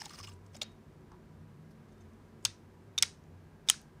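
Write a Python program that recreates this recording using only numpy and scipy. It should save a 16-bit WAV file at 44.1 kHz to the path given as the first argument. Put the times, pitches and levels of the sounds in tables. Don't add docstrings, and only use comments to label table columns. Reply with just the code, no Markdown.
import sys
import numpy as np
from scipy import signal
from scipy.fft import rfft, irfft, next_fast_len
from scipy.io import wavfile
from scipy.ndimage import uniform_filter1d, map_coordinates

SR = 44100
rng = np.random.default_rng(int(sys.argv[2]) if len(sys.argv) > 2 else 0)


def digitize_waveform(pressure):
    field = np.atleast_2d(pressure).T
    bounded = np.clip(field, -1, 1)
    quanta = np.round(bounded * 32767).astype(np.int16)
    wavfile.write(sys.argv[1], SR, quanta)


def gain_from_decibels(decibels):
    exponent = np.asarray(decibels, float) / 20
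    return 10 ** exponent


N = 176400

# (frequency [Hz], density [dB per Hz])
HISS_COLOUR = [(250, 0.5), (400, -2), (630, -9), (1000, -11.5), (2000, -18.5), (3200, -26), (6000, -30),
               (15500, -38.5)]
# (frequency [Hz], width [Hz], level [dB])
HUM = [(50, 16, -68.5), (83.9, 22, -71.5), (151, 20, -61.5), (220.6, 8.3, -64.5), (373, 22, -71),
       (977, 20, -78), (1610, 36, -84.5)]
# (time [s], level [dB])
DRONE = [(0, -76), (.15, -72), (.21, -50.5), (.36, -53.5), (.5, -59), (1.1, -68.5), (1.4, -57.5),
         (1.78, -69), (2.08, -58), (2.16, -67), (2.48, -57), (2.6, -64.5), (3.07, -56), (3.14, -67.5),
         (3.34, -57), (3.87, -74), (4, -62)]
# (frequency [Hz], t60 [s])
ROOM_DECAY = [(500, .25), (1500, 0.24), (4000, 0.23), (8000, .25), (15000, .2)]
# (frequency [Hz], level [dB])
ROOM_COLOUR = [(400, -2), (1500, 6.5), (5000, 9.5), (10000, 3.5), (15000, 3.5)]
# (time [s], level [dB])
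THUMPS = [
    (0.188, -53),
    (2.454, -42),
    (3.021, -49.5),
    (3.698, -48),
]
# (frequency [Hz], width [Hz], level [dB])
BODY = [(787, 520, -12), (1400, 320, -7.5), (2190, 280, -3.5), (3400, 620, -5.5), (4500, 700, -4.5),
        (5500, 800, -4.5), (6500, 270, 2), (6540, 440, -8), (8400, 900, -6.5), (9430, 810, -11),
        (10360, 530, -14), (13100, 1500, -28.5), (14600, 1500, -28)]
# (time [s], level [dB])
RUB = [(0, -54), (.1, -60.5), (.25, -59), (.33, -66.5), (.38, -85), (.51, -85), (.55, -62), (.6, -79),
       (.7, -100), (3.65, -98), (3.679, -61.5), (3.7, -92)]
# (frequency [Hz], width [Hz], level [dB])
SCUFF = [(880, 350, -2), (1300, 300, -10), (1800, 400, -6.5), (5200, 340, -4)]
CORE_HZ = 3770, 3620, 6350, 5400
# (time [s], level [dB], t60 [s])
CORE_RINGS = [
    [(.55, -62, .1), (.565, -64, .1), (.622, -55, .3)],
    [(1.915, -80, .3), (1.975, -78, .15), (2.005, -79, .2), (2.456, -53, .2), (2.9795, -26, .04),
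     (2.9856, -31, .04), (3.035, -58, .15), (3.6876, -22, .022)],
    [(1.905, -75, .1), (2.005, -73, .15), (2.46, -60, .15), (3.71, -62, .3)],
    [(3.035, -57, .3)],
]
# (frequency [Hz], level [dB], t60 [s])
LOOSE_RING = [
    (5170, -21, .05),
    (2850, -24, .07),
    (1170, -22, .07),
]
# (time [s], level [dB], chatter length [s], leading resonance [Hz], tilt [dB per octave])
TOUCHES = [(.462, -66.5, 0.0059, 6500, 1), (.532, -70, 0.0055, 4940, 0), (.545, -58, .004, 2600, -6),
           (.550, -54, .008, 5200, -2), (.564, -54, 0.007, 6900, -4), (.716, -74, 0.0069, 6040, 6),
           (1.116, -68, 0.004, 6000, 4), (1.706, -74, .016, 12500, 4), (1.885, -78, .008, 6300, 0),
           (1.92, -77, 0.014, 6300, 6), (1.978, -77, .006, 5500, 0), (2.005, -73.5, .02, 6300, 0),
           (2.132, -76.5, .006, 6200, 6), (2.425, -72, .012, 6800, 0), (2.44, -64, 0.01, 8500, -3.5),
           (3.238, -69, 0.0019, 6000, -6), (3.814, -62, 0.0037, 12000, 4)]
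# (time [s], level [dB], chatter length [s], leading resonance [Hz], tilt [dB per octave])
KNOCKS = [(.547, -57, 0.0094, 645, -1), (.615, -50, .016, 650, -13), (1.1155, -55, 0.005, 1050, -10),
          (1.122, -63, .03, 950, -10), (2.451, -36, .002, 2400, -7), (2.452, -49, .004, 700, -7),
          (2.458, -47, .006, 1400, -7), (3.0305, -41, 0.0035, 1400, -4), (3.694, -42, .011, 1300, -7),
          (3.699, -30, 0.002, 2000, -7), (3.739, -50, 0.004, 1450, 9)]
# (time [s], level [dB], chatter length [s], leading resonance [Hz])
RATTLE = [(.001, -50, 0.017, 5200), (.008, -54, 0.0041, 3180), (0.0155, -45, 0.005, 880),
          (0.017, -45, 0.003, 1810), (.018, -43, .003, 5600), (.052, -51, 0.005, 5200),
          (.0555, -47, .003, 3700), (0.0565, -43, 0.002, 7000), (0.059, -47, 0.006, 820),
          (.064, -55, .003, 5500), (0.093, -53, 0.005, 4240), (.094, -56.5, .004, 7500),
          (.095, -57.5, 0.0029, 2900), (.105, -54, 0.0062, 1200), (.106, -57, .005, 5000),
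          (.112, -64, 0.0094, 1190), (0.133, -53.5, 0.0058, 5300), (.136, -57, .008, 1300),
          (.144, -56, .007, 5000), (0.153, -55, 0.0081, 4750), (0.187, -52.5, 0.005, 5300),
          (.188, -57, .005, 2860), (.2, -54, .004, 6000), (0.199, -53.5, .012, 1150),
          (0.208, -54, .005, 5000), (0.229, -52, 0.008, 5080), (.236, -53, 0.015, 2860),
          (.242, -53, .006, 5100), (.25, -58, .008, 5100), (.271, -58, .006, 7300),
          (.272, -52, 0.0061, 2880), (.277, -57, .008, 1150), (.284, -59, .01, 7400),
          (0.288, -59, 0.005, 2870), (.294, -61, .006, 5100), (0.316, -63.5, 0.005, 2740),
          (.332, -66, .008, 7500)]
# (time [s], level [dB], chatter length [s], leading resonance [Hz], tilt [dB per octave])
SNAPS = [(.6142, -42, 0.0048, 2700, -9), (.6158, -36.5, .002, 4900, -11), (.6168, -32, 0.0054, 3700, -9),
         (.6170, -36, .0035, 3000, -9.5), (.6215, -45, .012, 6960, -8), (.626, -45, 0.0087, 4250, -6),
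         (2.4507, -23, 0.00092, 6640, -0.5), (2.4510, -28, .001, 8550, 1),
         (2.4518, -20.5, 0.0013, 4910, -2.5), (2.4538, -30, .0012, 4230, 1.5),
         (2.455, -30, 0.003, 3400, 1.5), (2.4578, -30, .001, 3410, 4), (2.460, -42.5, 0.0091, 4500, -1),
         (2.9787, -33, .0008, 5900, 7), (2.9795, -32, 0.004, 3540, -13.5),
         (2.9852, -27.5, 0.0027, 6020, -0.5), (2.9855, -37, .005, 3630, -5),
         (3.0243, -27, 0.0011, 5190, -5.5), (3.0252, -12, 0.00027, 5360, 2),
         (3.0256, -18, 0.00062, 8400, -1), (3.0263, -25.5, 0.0014, 3440, 2), (3.0275, -26, 0.002, 5990, 1),
         (3.030, -29, 0.0031, 5350, 1), (3.0312, -22.5, 0.00093, 3380, 2.5),
         (3.0325, -31, 0.0041, 2083, 1.5), (3.6755, -58.5, 0.0014, 3510, 4),
         (3.6862, -45.5, 0.0011, 5030, 8), (3.6872, -24.5, 0.00053, 5114, 7),
         (3.6876, -30, 0.0032, 3550, -12), (3.691, -34, 0.0008, 6880, -1), (3.6925, -25, 0.0013, 6500, 4),
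         (3.6975, -32.5, 0.001, 2983, 2), (3.6987, -15.5, 0.00043, 7610, 6),
         (3.6990, -16, 0.00096, 10130, 4.5), (3.6993, -16, 0.0012, 3214, -1.5),
         (3.7003, -25.5, 0.0013, 6320, -1), (3.702, -32.5, .003, 5500, 6), (3.708, -39.5, 0.006, 6500, 6),
         (3.7135, -43, .002, 3290, 1)]

HISS_DB, HISS_SWELL_DB, HUM_SWELL_DB = -62.5, 0.25, 3.5
DRONE_HZ, DRONE_WIDTH_HZ = 94, 8.3
ROOM_DB, ROOM_DELAY_S = -21.5, 0.005
THUMP_HZ, THUMP_T60_S = 105, 0.12
RUB_HISS_DB = -19
SPIKE_DB, DROOP_DB = 0.5, 4.5
FALL_S = 0.0007
MODE_SCATTER_DB = 1.5
RATTLE_TILT_DB = -2.5
SOFT_BLOW_DB = -6
SHADE_HZ, SHADE_WIDTH_HZ, SHADE = 12400, 3300, 0.53
TOP_HZ = 15400


def unit(x):
    return x / np.sqrt(np.mean(x ** 2) + 1e-20)


def along(points, hz):
    f, value = np.transpose(points)
    return np.interp(np.log(hz + 1), np.log(f + 1), value)


def wobble(rate):
    knots = rng.standard_normal(int(N * rate / SR) + 4)
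    return map_coordinates(knots, [np.arange(N) * rate / SR])


def filtered(x, response):
    m = next_fast_len(len(x) + 4096)
    spectrum = rfft(x, m) * response(np.fft.rfftfreq(m, 1 / SR))
    return irfft(spectrum, m)[..., :len(x)]


def peak(f, hz, width):
    return 1j * f * width / (hz * hz - f * f + 1j * f * width)


def background():
    colour = [(30, -29.5), (200, -4.0)] + list(HISS_COLOUR)
    hiss = unit(filtered(rng.standard_normal(N), lambda f: gain_from_decibels(along(colour, f))))
    out = gain_from_decibels(HISS_DB + HISS_SWELL_DB * wobble(2.1)) * hiss
    for hz, width, db in HUM:
        band = filtered(rng.standard_normal(N), lambda f: peak(f, hz, 2.2 * width) ** 2)
        out += gain_from_decibels(db + HUM_SWELL_DB * wobble(2.5)) * unit(band)
    return out


def drone():
    t = np.arange(N) / SR
    phase = 2 * np.pi * np.cumsum(DRONE_HZ + DRONE_WIDTH_HZ / 2 * wobble(15)) / SR
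    level_db = np.interp(t, *np.transpose(DRONE)) + 2.3 * wobble(17)
    return gain_from_decibels(level_db) * np.sqrt(2) * np.sin(phase)


def room(x):
    out, step = np.zeros(N + SR), SR // 2
    for at in range(0, N, step):
        hz, t, z = signal.stft(rng.standard_normal(step), SR, nperseg=256)
        decay_db = -60 * t / along(ROOM_DECAY, hz)[:, None]
        tail_db = decay_db + along(ROOM_COLOUR, hz)[:, None]
        tail = signal.istft(z * gain_from_decibels(tail_db), SR, nperseg=256)[1]
        wet = signal.fftconvolve(x[at:at + step], tail / np.linalg.norm(tail))
        view = out[at + round(ROOM_DELAY_S * SR):][:len(wet)]
        view += wet[:len(view)]
    return gain_from_decibels(ROOM_DB) * out[:N]


def thumps():
    t = np.arange(N) / SR
    out = np.zeros(N)
    for s, db in THUMPS:
        fade = gain_from_decibels(db - 60 * np.abs(t - s) / THUMP_T60_S) * (t > s)
        out += fade * np.sin(2 * np.pi * THUMP_HZ * (t - s))
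    return out


def body(f, change_db=0):
    total = 0
    for k, ((hz, width, db), change) in enumerate(zip(BODY, change_db + np.zeros(len(BODY)))):
        total = total + (-1) ** k * gain_from_decibels(db + change) * peak(f, hz, width)
    return total


def rubbing():
    def colour(f):
        scuff = sum(gain_from_decibels(db) * np.abs(peak(f, hz, width)) for hz, width, db in SCUFF)
        return np.abs(body(f)) + scuff + gain_from_decibels(RUB_HISS_DB) * f / 9000

    level_db = np.interp(np.arange(N) / SR, *np.transpose(RUB))
    level_db = level_db + 3.0 * wobble(82) + 2.2 * wobble(400)
    return gain_from_decibels(level_db) * unit(filtered(rng.standard_normal(N), colour))


def core():
    t = np.arange(N) / SR
    out = np.zeros(N)
    for hz, rows in zip(CORE_HZ, CORE_RINGS):
        fade = sum(gain_from_decibels(db - 60 * np.abs(t - s) / t60) * (t > s) for s, db, t60 in rows)
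        tone = np.sin(2 * np.pi * hz * t + 0.8 * wobble(60))
        out += fade * gain_from_decibels(3.0 * wobble(47)) * tone
    return out


def steel(x, modes):
    def response(f):
        return sum(gain_from_decibels(db + 28.0) * peak(f, hz, np.log(1000) / np.pi / t60) for hz, db, t60 in modes)

    return filtered(x, response)


def contacts(rows, lead_db, lead_q, rise_s, blow_db, order=1):
    out, t = np.zeros((4, N + SR)), np.arange(2048) / SR
    mode_hz, width, mode_db = np.transpose(BODY)
    for k, (s, db, length, hz, tilt_db) in enumerate(rows):
        droop = gain_from_decibels(-DROOP_DB * np.clip(t / length, 0, 1))
        fall = np.exp(-np.clip(t - length, 0, 1) / FALL_S)
        shape = np.clip(t / rise_s, 0, 1) * droop * fall
        spikes = rng.standard_normal(len(t)) * gain_from_decibels(SPIKE_DB * rng.standard_normal(len(t)))
        chatter = shape * spikes
        chatter[0] = gain_from_decibels(blow_db)

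        dull_db = tilt_db * np.log2(np.maximum(mode_hz / 3000, 1))
        all_hz, all_width = np.append(mode_hz, hz), np.append(width, hz / lead_q)
        modes = filtered(chatter, lambda f: peak(f, all_hz[:, None], all_width[:, None]) ** order)
        scatter_db = MODE_SCATTER_DB * rng.standard_normal(len(modes))
        size = gain_from_decibels(np.append(mode_db + dull_db, lead_db) + scatter_db)
        size *= np.sqrt(all_width) * (-1) ** np.arange(len(modes)) / np.linalg.norm(modes, axis=1)
        ring = size @ modes

        click = 1.0 * (t == t[64])
        even = filtered(click, lambda f: np.sqrt(
            uniform_filter1d(np.abs(body(f, dull_db)) ** 2, size=200)))

        pair = np.array([ring / np.linalg.norm(ring), even / np.linalg.norm(even)])
        start = round(s * SR)
        gain = gain_from_decibels(db) * np.sqrt((length + FALL_S) * SR)
        out[[0, 1 + k % 3], start:start + len(t)] += gain * pair
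    return out[:, :N]


def rattle():
    rows = [row + (RATTLE_TILT_DB,) for row in RATTLE]
    return contacts(rows, lead_db=12.5, lead_q=10.3, rise_s=0.00088, blow_db=SOFT_BLOW_DB)


def hand():
    touches = contacts(TOUCHES, lead_db=1.0, lead_q=6.8, rise_s=0.0016, blow_db=-1)
    return touches + contacts(KNOCKS, lead_db=35, lead_q=2.0, rise_s=0.002,
                              blow_db=SOFT_BLOW_DB, order=2)


def pawl():
    return contacts(SNAPS, lead_db=11.0, lead_q=9.5, rise_s=0.00014, blow_db=12.5)


def scene():
    loose = rattle()
    near, *far = pawl() + loose + hand()
    wrench = near + rubbing() + core() + steel(loose[0], LOOSE_RING)
    wrench = wrench + sum(map(room, far))
    wrench = filtered(wrench, lambda f: 1 - SHADE * peak(f, SHADE_HZ, SHADE_WIDTH_HZ))
    return (wrench + thumps() + drone() + background())[None]


def low_pass(x):
    return signal.sosfilt(signal.butter(12, 16450, fs=SR, output="sos"), x)


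def record(dry):
    def band(f):
        return (f < 16500) * gain_from_decibels(-30.0 * np.clip((f - TOP_HZ) / 710.0, 0, 1))

    limited = filtered(dry[0], band)
    return low_pass(limited[None])


dry = scene()
out = record(dry)
digitize_waveform(out)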